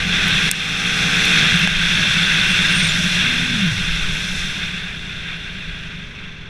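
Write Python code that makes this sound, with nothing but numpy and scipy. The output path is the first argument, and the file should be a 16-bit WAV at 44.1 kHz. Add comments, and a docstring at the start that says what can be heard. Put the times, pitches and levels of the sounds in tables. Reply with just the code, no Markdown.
"""A single-cylinder dirt bike on a dirt trail, heard from a camera on the rider's helmet.
The engine, a sum of firing harmonics with noise bursts, pulls up through the revs, then runs down.
Wind is noise through the resonances of camera case and helmet, over a soft steady bed of coloured noise.
Grit rings the case as decaying sines, and a hard hit makes the limiter duck. Brake squeaks are gliding
sines; the rear tyre's knobs hum and slow under the brake, amid a low rumble of narrow-band noise."""
import sys
import numpy as np
from scipy import signal
from scipy.fft import rfft, irfft
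from scipy.io import wavfile
from scipy.ndimage import uniform_filter1d

SR = 44100
rng = np.random.default_rng(int(sys.argv[2]) if len(sys.argv) > 2 else 0)


def master_out(mix):
    """Clip the mix to full scale and print it as 16-bit PCM to the path in sys.argv[1]."""
    frames = np.transpose(np.atleast_2d(mix))
    ceiling = np.clip(frames, -1, 1)
    pcm = np.round(ceiling * 32767).astype(np.int16)
    wavfile.write(sys.argv[1], SR, pcm)


N = 286204
TIME = np.arange(N) / SR
FREQ = np.maximum(np.fft.rfftfreq(N, 1 / SR), 1)

# resonances of the camera case: centre_hz, width_hz, relative_gain_db
CASE_MODES = [(1216, 104, -14.5), (1554, 202, -0.27), (2070, 566, -4), (2513, 243, -1), (2716, 130, -0.5),
              (3354, 306, -1.5), (3556, 220, 0), (4040, 595, -11.5), (5136, 230, -15), (5720, 770, -13.5),
              (7580, 1250, -24.5), (9000, 1430, -30), (10390, 1150, -29), (13800, 1500, -42.5)]
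# strength of the air stream, dying away as the bike slows: time_s, rush_db
AIR_STREAM = [(0, -18.5), (.3, -16), (1.0, -20), (1.43, -14.5), (1.6, -16), (2.8, -16), (3.6, -20.5),
              (4.15, -23), (4.75, -26.5), (5, -29), (5.85, -32), (6.49, -40)]


def from_db(db):
    """Decibels to amplitude gain: 20 dB is a factor of ten."""
    return 10 ** (np.asarray(db) / 20)


def rms_one(x):
    """Normalise the mean power: scale to rms 1."""
    return x / np.sqrt(np.mean(x ** 2) + 1e-20)


def in_time(rows):
    """Linear interpolation: each column of a curve at every sample."""
    s, *columns = np.transpose(rows)
    return [np.interp(TIME, s, column) for column in columns]


def at_hz(spectrum, hz):
    """Interpolation on a logarithmic frequency axis: level of an outline at the given frequencies."""
    points_hz, db = np.transpose(spectrum)
    return np.interp(np.log(hz), np.log(points_hz), db)


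def swells(rows):
    """Raised-cosine envelopes: a smooth bump for each row of centre_s, length_s, height."""
    total = 0
    for s, length_s, height in rows:
        half_turns = np.clip((TIME - s) / length_s, -.5, .5)
        total = total + height * np.cos(np.pi * half_turns) ** 2
    return total


def drift(rate_hz):
    """Low-passed noise: slow random wandering of rms 1, from two equal poles at rate_hz."""
    step = 20  # computed at every 20th sample, then interpolated
    r = np.exp(-2 * np.pi * rate_hz * step / SR)
    noise = rng.standard_normal(N // step + 2002)
    slow = signal.lfilter([1], [1, -2 * r, r * r], noise)[2000:]  # drop the filter's start
    return np.interp(np.arange(N) / step, np.arange(len(slow)), rms_one(slow))


def coloured(x, spectrum):
    """Spectral shaping: multiply the spectrum by an outline."""
    return irfft(rfft(x) * from_db(at_hz(spectrum, FREQ)), N)


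def resonate(x, hz, width_hz):
    """Two equal resonators in cascade: about unit gain on top, steep skirts."""
    # each section is wider, so that the pair together has the given width
    r = np.exp(-np.pi * width_hz / np.sqrt(np.sqrt(2) - 1) / SR)
    gain = (1 - r * r) / 2
    section = [gain, 0, -gain, 1, -2 * r * np.cos(2 * np.pi * hz / SR), r * r]
    return signal.sosfilt([section, section], x)


def evened(x, span_s):
    """Running power normalisation: hold the rms over each span at 1."""
    power = uniform_filter1d(x * x, max(int(span_s * SR), 2))
    return x / np.sqrt(np.maximum(power, 1e-12))


def exhaust(rate, cycles, throttle, rough=0.18, count=26):
    """Fourier synthesis: firing harmonics in scattered phase, fluttering with uneven combustion."""
    # exhaust as it reaches the helmet, throttle open: frequency_hz, relative_db
    pulling = [(25, -14), (46, 5.5), (70, -6.5), (92, 5.5), (130, -3.5), (180, -1.5), (225, 1), (285, -2),
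               (335, -13.5), (440, -2), (560, -13), (700, -11.5), (790, -5), (930, -21.5), (1220, -3.5),
               (2400, -2)]
    # the same, throttle shut: frequency_hz, relative_db
    coasting = [(22, -18), (45, -7.5), (62, 2.5), (90, -4.5), (120, -2), (175, -2.5), (230, -14.5),
                (285, -17), (345, -23), (405, -11.5), (470, -26), (550, -25.5), (1500, -25)]
    out, power = 0, 0
    for k in np.arange(count) + 1:
        open_db, shut_db = at_hz(pulling, k * rate), at_hz(coasting, k * rate)
        gain = from_db(throttle * open_db + (1 - throttle) * shut_db)
        phase = 2 * np.pi * (k * cycles + rng.random())  # the silencer smears the phases
        in_phase = np.cos(phase) * (1 + rough * drift(16.0))
        quadrature = np.sin(phase) * rough * drift(22)
        out = out + gain * (in_phase + quadrature)
        power = power + gain ** 2 * (.5 + rough ** 2)
    return out / np.sqrt(power)


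def engine(rasp_db=-7.5, load_rasp_db=12.0, rasp_decay=1.0, exhaust_db=-1.0):
    """Periodic excitation: the exhaust note, and valve and gas rasp that decays after each firing."""
    # pulling up, changing gear and running down: time_s, firings_per_s
    engine_speed = [(0, 45.3), (.14, 46.5), (.5, 47.8), (.75, 55.5), (.92, 58.8), (1.02, 62.5),
                    (1.12, 69.9), (1.3, 74.6), (1.5, 76.3), (1.6, 55.5), (1.85, 57), (3.25, 46.3),
                    (4.05, 40.8), (4.7, 33), (5.3, 29.5), (6.49, 21.6)]
    # eased at the gear change and low thereafter: time_s, throttle_0_to_1
    throttle_curve = [(0, 0.87), (.45, .75), (.6, 0.97), (1.48, 0.97), (1.56, 0.06), (2.5, 0.24),
                      (3.4, 0.2)]
    # common level before the exhaust and rasp trims, at throttle 0 and the middling speed
    base_db, middle_firings_per_s = -35, 52
    load_db, rev_db_per_octave = 6.5, 3.5

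    rate, = in_time(engine_speed)
    throttle = np.clip(in_time(throttle_curve)[0], 0, 1)
    octaves = np.log2(rate / middle_firings_per_s)
    level_db = base_db + load_db * throttle + rev_db_per_octave * octaves
    cycles = np.cumsum(rate) / SR
    bursts = rng.standard_normal(N) * np.exp(-rasp_decay * (cycles % 1))
    rasp = 0
    for k, (hz, width_hz, db) in enumerate(CASE_MODES[:10]):
        rasp = rasp + (-1) ** k * from_db(db) * resonate(bursts, hz, width_hz)
    note = from_db(exhaust_db) * exhaust(rate, cycles, throttle)
    rasp = from_db(rasp_db + load_rasp_db * throttle) * rms_one(rasp)
    return from_db(level_db) * (note + rasp)


def wind_rush(hiss_db=28.5, flutter_db=0.23, patchy_db=0.66, grain_db=1.0, rush_db=-0.22, broad_db=-15.5):
    """Turbulent excitation of resonances: the high case modes follow the fine hiss of the stream."""
    # level of the high hiss, before the hiss_db offset: time_s, relative_db
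    hiss_curve = [(0.0, -51.5), (0.196, -47), (0.48, -45), (1.1, -44.5), (1.26, -43), (1.74, -46),
                  (3.11, -44), (3.23, -47), (4.04, -51), (4.39, -48.5), (4.87, -61), (5.86, -67.5),
                  (6.49, -79)]
    # the stream surges or slackens briefly: centre_s, length_s, change_db
    surges = [(.07, 0.15, -5.5), (3.02, 0.33, -3), (3.25, 0.34, 2), (3.74, 0.081, -3), (4.3, .2, -2),
              (4.63, 0.25, 1), (5.0, 0.25, -2.5), (5.3, .2, 3), (6.1, .18, -3), (6.23, 0.26, 2.5)]
    # broad turbulence under the resonances: frequency_hz, relative_db_per_hz
    turbulence = [(30, 3), (70, -6), (130, 4), (210, -16.5), (280, -6.5), (500, -11.5), (950, -11),
                  (1500, -13), (3800, -15), (5000, -37), (9000, -30.5), (15000, -60)]

    rush = in_time(AIR_STREAM)[0] + swells(surges)
    hiss = in_time(hiss_curve)[0] + hiss_db
    out, steady = 0, 0
    for hz, width_hz, db in CASE_MODES:
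        mode_db = db + patchy_db * drift(17.4) + grain_db * drift(165)
        mode = from_db(mode_db) * resonate(rng.standard_normal(N), hz, width_hz)
        high = np.clip(np.log2(hz / 3200) / 0.59, 0, 1)  # 0 follows the rush, 1 the hiss
        out = out + mode * from_db((1 - high) * rush + high * hiss)
        steady = steady + mode
    broad = from_db(rush + broad_db) * rms_one(coloured(rng.standard_normal(N), turbulence))
    return from_db(rush_db + flutter_db * drift(25)) * out / np.std(steady) + broad


def wind_rumble(throb_span_s=0.18):
    """Beating of close modes: helmet resonances throb, and eddies thump on the microphone."""
    # resonances of the helmet: centre_hz, width_hz, relative_gain_db
    helmet_modes = [(165.1, 14.5, 2), (184.8, 16.9, -1.5), (122, 66, -14.5), (427, 42, -29), (617, 29, -25)]
    # spectrum of the eddies: frequency_hz, relative_db_per_hz
    eddy_spectrum = [(5, -4), (12, 2), (25, -6), (42, -5.5), (58, -18), (120, -24), (300, -48),
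                     (2000, -110)]
    # the strongest booms in the helmet: centre_s, length_s, rise_db
    booms = [(.32, 0.066, 3), (1.03, .14, 5), (1.533, .12, 7.5), (1.652, 0.099, 7.5), (2.8, 0.37, 2.5),
             (3.033, 0.24, 5.5)]
    # gusts that thump on the microphone: centre_s, length_s, rise_db
    gusts = [(1.775, .26, 14), (2.9, 0.45, 5), (3.92, 0.52, 13), (4.102, .2, 16), (4.4, 0.28, 15.5),
             (5.714, 0.14, 10)]
    # levels at the reference rush, and the share of the rush's swing that each follows
    reference_rush_db = -17
    boom_db, boom_follows = -26.5, 0.8
    buffet_db, buffet_follows = -35, 0.16

    stream_db = in_time(AIR_STREAM)[0] - reference_rush_db
    boom = boom_db + boom_follows * stream_db + swells(booms)
    buffet = buffet_db + buffet_follows * stream_db + swells(gusts)
    cavity = 0
    for hz, width_hz, db in helmet_modes:
        cavity = cavity + from_db(db) * resonate(rng.standard_normal(N), hz, width_hz)
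    eddies = coloured(rng.standard_normal(N), eddy_spectrum)
    return from_db(boom) * evened(cavity, throb_span_s) + from_db(buffet) * evened(eddies, 0.19)


def noise_bed(level_db=-50.0):
    """Stationary coloured noise: a soft steady bed beneath everything."""
    # frequency_hz, relative_db
    outline = [(100, -12), (300, -1), (750, -0.5), (1400, 5), (2000, -4), (4000, -19), (15000, -72)]
    return from_db(level_db) * rms_one(coloured(rng.standard_normal(N), outline))


def stones():
    """Impulse response as damped modes: grit ticks on the case; soft clods ring chiefly its low modes."""
    # grit on the case: start_s, strength_db, brightness_db_per_octave
    grit = [(.2819, -22, 10), (.5133, 7.5, 3), (1.2526, -20, 9), (1.5919, -25, 11), (1.6744, -12.5, -10.5)]
    # what a grain sets ringing: frequency_hz, relative_db, t60_s
    case_ringing = [(754, -34, 0.013), (1610, -15, 0.017), (2540, -7, 0.014), (3580, -11.5, .008),
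                    (5250, -9.5, 0.0073), (6440, -10.5, 0.0082), (7584, -7, 0.0077), (8460, -14.5, 0.015),
                    (9190, -10, 0.012), (10870, -8, 0.0031), (13500, -13, 0.0033)]
    out, t = np.zeros(N), TIME[:SR // 20]
    for s, strength_db, tilt_db in grit:
        i = int(s * SR)
        for k, (hz, db, t60_s) in enumerate(case_ringing):
            decay = np.exp(-np.log(1000) * t / t60_s)
            gain = from_db(strength_db + db + tilt_db * np.log2(hz / 7000))
            out[i:i + len(t)] += (-1) ** k * gain * decay * np.sin(2 * np.pi * hz * t)
    return out


def squeaks(waver=.009):
    """Frequency modulation: the pad grazes the disc in short wavering whistles."""
    # brake disc squeaks: start_s, length_s, start_pitch_hz, end_pitch_hz, peak_level_db
    whistles = [(2.33, .025, 9120, 9050, -39), (2.495, 0.037, 8700, 9080, -34),
                (2.62, 0.015, 8950, 8750, -38), (2.7, 0.043, 8950, 9200, -35),
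                (2.737, 0.09, 8800, 8900, -29.5), (2.822, 0.041, 8580, 8750, -28),
                (2.865, .018, 8800, 8500, -27.5), (2.881, 0.037, 7100, 7100, -30)]
    out, wobble = np.zeros(N), 1 + waver * drift(120)
    for s, length_s, start_hz, end_hz, db in whistles:
        i, n = int(s * SR), int(length_s * SR)
        pitch_hz = np.linspace(start_hz, end_hz, n) * wobble[i:i + n]
        phase = 2 * np.pi * np.cumsum(pitch_hz) / SR
        out[i:i + n] += from_db(db) * np.sin(phase) * signal.windows.tukey(n, .5)
    return out


def low_rumble(level_db=-32.0, middle_s=3.45, length_s=1.3, centre_hz=100, width_hz=60):
    """Narrow-band noise: a soft low rumble that swells and fades around the hum."""
    rumble = rms_one(resonate(rng.standard_normal(N), centre_hz, width_hz))
    return from_db(level_db) * swells([(middle_s, length_s, 1)]) * rumble


def tyre(waver=0.0206, rough_db=2.0, octave_db=-30):
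    """Periodic impact tone: knobs slap the ground at a rate set by the wheel's speed."""
    # knobbly rear tyre spinning up, then braked: time_s, knobs_per_s, level_db
    knob_curve = [(3.17, 236, -41), (3.29, 240, -33.5), (3.51, 252, -32.5), (3.615, 203, -22),
                  (3.645, 183, -13), (3.7, 158.5, -19), (3.735, 103, -25.5), (3.85, 83, -38)]
    rate, level_db = in_time(knob_curve)
    phase = 2 * np.pi * np.cumsum(rate * (1 + waver * drift(30))) / SR
    gripping = (TIME > knob_curve[0][0]) & (TIME < knob_curve[-1][0])
    tone = np.sqrt(2) * (np.sin(phase) + from_db(octave_db) * np.sin(2 * phase))
    return gripping * from_db(level_db + rough_db * drift(32.9)) * tone


def scene():
    """Superposition: every source adds at one microphone."""
    engine_and_air = engine() + wind_rush() + wind_rumble() + noise_bed()
    grit_brake_and_tyre = stones() + squeaks() + low_rumble() + tyre()
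    return (engine_and_air + grit_brake_and_tyre)[None]


def limiter(x, ceiling_db=0.0, release_db_per_s=15.5, ahead_s=.0195):
    """Peak limiting: looks ahead, ducks at once for a peak over the ceiling and recovers slowly."""
    over_db = np.maximum(20 * np.log10(np.abs(x).max(axis=0) + 1e-9) - ceiling_db, 0)
    release_db = release_db_per_s * TIME
    held_db = np.maximum.accumulate(over_db + release_db) - release_db
    return x * from_db(-np.interp(TIME + ahead_s, TIME, held_db))


def record(dry):
    """Band limiting: the camera limits the peaks, then a steep low-pass cuts the top."""
    cutoff_hz = 15300
    low_pass = signal.ellip(10, .2, 80, cutoff_hz, fs=SR, output="sos")
    return signal.sosfilt(low_pass, limiter(dry))


dry = scene()
out = record(dry)
master_out(out)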